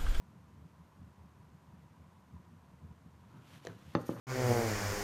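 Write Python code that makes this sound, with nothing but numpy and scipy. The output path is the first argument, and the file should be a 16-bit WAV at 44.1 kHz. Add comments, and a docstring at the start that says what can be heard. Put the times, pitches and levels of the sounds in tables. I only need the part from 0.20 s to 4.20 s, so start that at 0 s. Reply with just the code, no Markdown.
"""A quiet room: ventilation rumbles and throbs, a fan whirs faintly, both throughout.
From about 3 s a gloved hand rustles, turning a small metal pendant over a cutting mat.
At 3.45 s the pendant clicks twice against its bail. It is set down with a sharp knock at 3.75 s,
a duller one at 3.89 s, then three faint taps; the table under the mat thumps, the metal rings
faintly and the room answers."""
import sys
import numpy as np
from scipy import signal
from scipy.fft import rfft, irfft, next_fast_len
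from scipy.io import wavfile
from scipy.ndimage import map_coordinates

SR = 44100
rng = np.random.default_rng(int(sys.argv[2]) if len(sys.argv) > 2 else 0)


def waveform_to_disk(signal):
    """Save audio, clipped to [-1, 1], as 16-bit WAV at the path in sys.argv[1]."""
    frames = np.transpose(np.atleast_2d(signal))
    scaled = np.clip(frames, -1, 1) * 32767
    samples = np.round(scaled).astype(np.int16)
    wavfile.write(sys.argv[1], SR, samples)


N = 176400


def amp(db):
    """Decibels to gain."""
    return 10 ** (np.asarray(db) / 20)


def unit_rms(x):
    """Scale to rms 1."""
    return x / np.sqrt(np.mean(x ** 2) + 1e-20)


def log_interp(points, hz):
    """(f/Hz, value) points read on a log frequency axis."""
    f, values = np.transpose(points)
    return np.interp(np.log(hz + 1), np.log(f), values)


def envelope(points):
    """Gain per sample from (t/s, level/dB) points."""
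    return amp(np.interp(np.arange(N) / SR, *np.transpose(points)))


def filtered(x, response):
    """Apply a frequency response."""
    size = next_fast_len(len(x) + SR // 2)
    return irfft(rfft(x, size) * response(np.fft.rfftfreq(size, 1 / SR)), size)[:len(x)]


def coloured(x, spectrum):
    """Shape by (f/Hz, level/dB) points, to rms 1."""
    return unit_rms(filtered(x, lambda hz: amp(log_interp(spectrum, hz))))


def butter(x, hz, kind):
    """Causal second-order low-pass or high-pass."""
    return signal.sosfilt(signal.butter(2, hz, kind, fs=SR, output="sos"), x)


def add(track, start_s, sound):
    """Mix a sound into a track."""
    part = track[round(start_s * SR):][:len(sound)]
    part += sound[:len(part)]


def wander(rate_hz):
    """Smooth random curve within +-1."""
    position = np.arange(N) * rate_hz / SR
    return np.tanh(map_coordinates(rng.standard_normal(400), [position], mode="wrap"))


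# steady air noise: f/Hz, level/dB
AIR_SPECTRUM = [(20, -30), (35, -16.5), (60, -18.5), (79, 5.5), (105, -4.5), (170, 1), (250, -9),
                (400, -17), (700, -18), (850, -18), (1050, -16), (1250, -20), (2000, -27.5), (3200, -36),
                (5000, -38.5), (6200, -39), (8000, -41), (14000, -49.5)]
# rumble throbs: t/s, length/s, rise/dB
RUMBLE_THROBS = [(0.473, 0.23, 4.5), (0.818, 0.048, 6.5), (1.174, 0.098, 3), (1.555, 0.044, 8.5),
                 (1.725, 0.036, 10.5), (2.17, 0.1, 9), (2.533, 0.036, 5.5), (2.644, 0.041, 9.5),
                 (2.72, 0.026, 9), (2.868, 0.045, 11)]


def ventilation(level_db=-60.5, rumble_hz=310, sway_db=4.5):
    """Steady hiss over a rumble that sways a little and throbs now and then."""
    t = np.arange(N) / SR
    air = coloured(rng.standard_normal(N), AIR_SPECTRUM)
    rumble = filtered(air, lambda hz: 1 / (1 + (hz / rumble_hz) ** 4))
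    hiss = air - rumble
    throb_db = sum(rise_db * np.exp(-(2 * (t - peak_s) / length_s) ** 2)
                   for peak_s, length_s, rise_db in RUMBLE_THROBS)
    return amp(level_db) * (hiss + rumble * amp(sway_db * wander(rate_hz=16) + throb_db))


def fan_whir(level_db=-75.5, centre_hz=982, width_hz=150, flutter_db=6):
    """Narrow band of fan noise, fluttering gently."""
    band = filtered(rng.standard_normal(N), lambda hz: 1 / (1 + (2 * (hz - centre_hz) / width_hz) ** 2))
    return amp(level_db + flutter_db * wander(rate_hz=31)) * unit_rms(band)


def friction(spectrum, grains_per_s=1300, grain_share=0.44):
    """Fibres catch and slip: tiny grains over a soft hiss."""
    slips = rng.random(N) < grains_per_s / SR
    grains = unit_rms(slips * rng.standard_normal(N))
    hiss = rng.standard_normal(N)
    return coloured(np.sqrt(grain_share) * grains + np.sqrt(1 - grain_share) * hiss, spectrum)


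# rub, slide and hand envelopes: t/s, level/dB
RUB_LEVELS = [(2.9, -80.5), (3.215, -73), (3.285, -64), (3.365, -60.5), (3.41, -72), (3.45, -62),
              (3.56, -70.5), (3.64, -68.5), (3.69, -66), (3.73, -66), (3.85, -68.5), (3.91, -58.5),
              (3.95, -73), (4, -61)]
SLIDE_LEVELS = [(3.5, -86), (3.74, -80), (3.79, -83), (3.812, -63), (3.84, -76), (3.87, -59), (3.91, -66),
                (3.95, -64), (4, -75)]
HAND_LEVELS = [(3, -72), (3.16, -54), (3.27, -62.5), (3.46, -60.5), (3.5, -45.5), (3.54, -56.5),
               (3.68, -61.5), (3.715, -64), (3.748, -55), (3.765, -50), (3.81, -52), (3.87, -58),
               (3.93, -46), (4, -50)]
# their spectra: f/Hz, level/dB
RUB_SPECTRUM = [(150, -15), (600, 1.5), (1500, 0.5), (3000, 2), (5000, -6), (6500, -7.5), (8000, -11.5),
                (13000, -13)]
SLIDE_SPECTRUM = [(500, -23), (3000, -10), (5000, -2), (6700, 4), (7800, -8), (9000, 3.5), (10300, -8),
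                  (12000, 3.5), (14000, -4)]
HAND_SPECTRUM = [(30, -39), (70, -29), (110, 2.5), (190, -4.5), (300, -11.5), (600, -26), (1500, -22.5),
                 (5000, -83)]


def glove():
    """Cloth rubs the pendant and slides on the mat while the hand bumps softly."""
    rub = envelope(RUB_LEVELS) * friction(RUB_SPECTRUM)
    slide = envelope(SLIDE_LEVELS) * friction(SLIDE_SPECTRUM)
    bumps = envelope(HAND_LEVELS) * friction(HAND_SPECTRUM)
    return rub + slide + bumps


def struck(modes, attack_s=0.00013):
    """One blow starts all damped modes together, each at a slightly random level."""
    t = np.arange(SR // 2) / SR
    ring = sum(amp(db + rng.normal(0, 1) - 60 * t / t60_s) * np.sin(2 * np.pi * hz * t)
               for hz, db, t60_s in modes)
    return ring * (1 - np.exp(-t / attack_s))


def crack(level_db, t60_s):
    """Brief contact noise."""
    t = np.arange(SR // 2) / SR
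    return amp(level_db - 60 * t / t60_s) * rng.standard_normal(len(t))


# bright modes of pendant and bail: f/Hz, level/dB, t60/s
SNAP_MODES = [(1240, -3.5, .012), (1780, 2, 0.0085), (2280, -5, .004), (3090, -11.5, 0.019),
              (3470, -1, 0.0039), (3950, -3, 0.0062), (6030, -4, 0.0066), (6560, -2.5, 0.004)]
# low modes of the held pendant: f/Hz, level/dB, t60/s
BODY_MODES = [(402, -16, 0.051), (481, -2, 0.038), (653, -11.5, 0.087)]
# pendant on bail: t/s, snap level/dB, body level/dB, snap high-pass/Hz
BAIL_CLICKS = [(3.451, -42, -38, 4200), (3.4702, -33.5, -33, 700)]


def bail_clicks():
    """Metal snaps on metal, thinner for a light touch, over a hollow knock of the held body."""
    out = np.zeros(N)
    for start_s, snap_db, body_db, highpass_hz in BAIL_CLICKS:
        snap = struck(SNAP_MODES) + crack(level_db=-3.5, t60_s=0.0033)
        snap = butter(butter(snap, 6800, "low"), highpass_hz, "high")
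        body = butter(struck(BODY_MODES), 220, "high")
        add(out, start_s, in_room(amp(snap_db) * snap + amp(body_db) * body, tail_db=-9))
    return out


# early echoes: delay/s, level/dB
ROOM_ECHOES = [(.0052, -14.5), (0.012, -17), (.019, -16.5), (.028, -24)]
# tail decay: f/Hz, t60/s
TAIL_DECAY = [(150, .5), (400, 0.37), (1200, 0.18), (3000, 2), (10000, 0.73)]
# tail colour: f/Hz, level/dB
TAIL_SPECTRUM = [(100, -11), (300, 1.5), (600, 8.5), (1200, 3.5), (2500, -15.5), (8000, -4.5)]


def in_room(x, tail_db, build_s=0.012):
    """Direct sound, echoes off nearby surfaces and half a second of diffuse tail."""
    hz, frame_s, noise = signal.stft(rng.standard_normal(SR // 2), SR, nperseg=256)
    decay = amp(-60 * frame_s / log_interp(TAIL_DECAY, hz)[:, None])
    _, tail = signal.istft(noise * decay, SR, nperseg=256)
    tail = filtered(tail / np.linalg.norm(tail), lambda f: amp(log_interp(TAIL_SPECTRUM, f)))
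    t = np.arange(len(tail)) / SR
    response = amp(tail_db) * tail * (1 - np.exp(-(t / build_s) ** 2))
    response[0] += 1  # direct path
    dull_pulse = np.hanning(11) / np.hanning(11).sum()
    for delay_s, db in ROOM_ECHOES:
        add(response, delay_s, amp(db) * dull_pulse)
    return signal.fftconvolve(x, response)


def bending_waves(x, delay_s=0.00092, ref_hz=1000):
    """Treble crosses the table ahead of bass; delay_s is the travel time at ref_hz."""
    return filtered(x, lambda hz: np.exp(-4j * np.pi * delay_s * np.sqrt(ref_hz * hz)))


# modes of the table and of the ringing metal: f/Hz, level/dB, t60/s
TABLE_MODES = [(121, -14.5, 0.48), (180, -11.5, 0.12), (257, -10, 0.082), (325, -2, 0.041),
               (465, -0.5, 0.017), (540, -5, 0.017), (832, -3, 0.027), (1047, -4, 0.026), (1189, -6, 0.029),
               (1697, -14, .04), (1793, -17, 0.039), (2710, -21.5, 0.04), (3570, -19, 0.029),
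               (4400, -4, 0.0057)]
RING_MODES = [(2220, -14, .05), (2640, 1, 0.097), (6120, 1, 0.11)]
# pendant on mat: t/s, thump level/dB, softness low-pass/Hz, weight high-pass/Hz, ring level/dB
MAT_KNOCKS = [(3.7506, -21, 3370, 86, -59.5), (3.891, -25, 700, 134, -72), (3.9652, -41.5, 1510, 815, -84),
              (3.974, -41, 1510, 900, -80), (3.995, -47, 1500, 800, -84)]


def mat_knocks(mat_lowpass_hz=5300, bass_cut_hz=61):
    """The pendant meets the mat: the table thumps, duller for a soft contact, and the metal rings."""
    out = np.zeros(N)
    for start_s, thump_db, softness_hz, weight_hz, ring_db in MAT_KNOCKS:
        contact = crack(level_db=-11, t60_s=0.04)
        contact = butter(butter(contact, mat_lowpass_hz, "low"), mat_lowpass_hz, "low")
        blow = bending_waves(struck(TABLE_MODES) + contact)
        blow = butter(butter(blow, softness_hz, "low"), weight_hz, "high")
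        thump = amp(thump_db) * butter(blow, bass_cut_hz, "high")
        ring = amp(ring_db) * struck(RING_MODES)
        add(out, start_s, in_room(thump + ring, tail_db=-4.5))
    return out


def scene():
    """All sources at one microphone."""
    return (ventilation() + fan_whir() + glove() + bail_clicks() + mat_knocks())[None]


def record(dry, band_limit_hz=14200):
    """Nothing passes above the band limit."""
    return np.array([filtered(x, lambda hz: hz < band_limit_hz) for x in dry])


dry = scene()
out = record(dry)
waveform_to_disk(out)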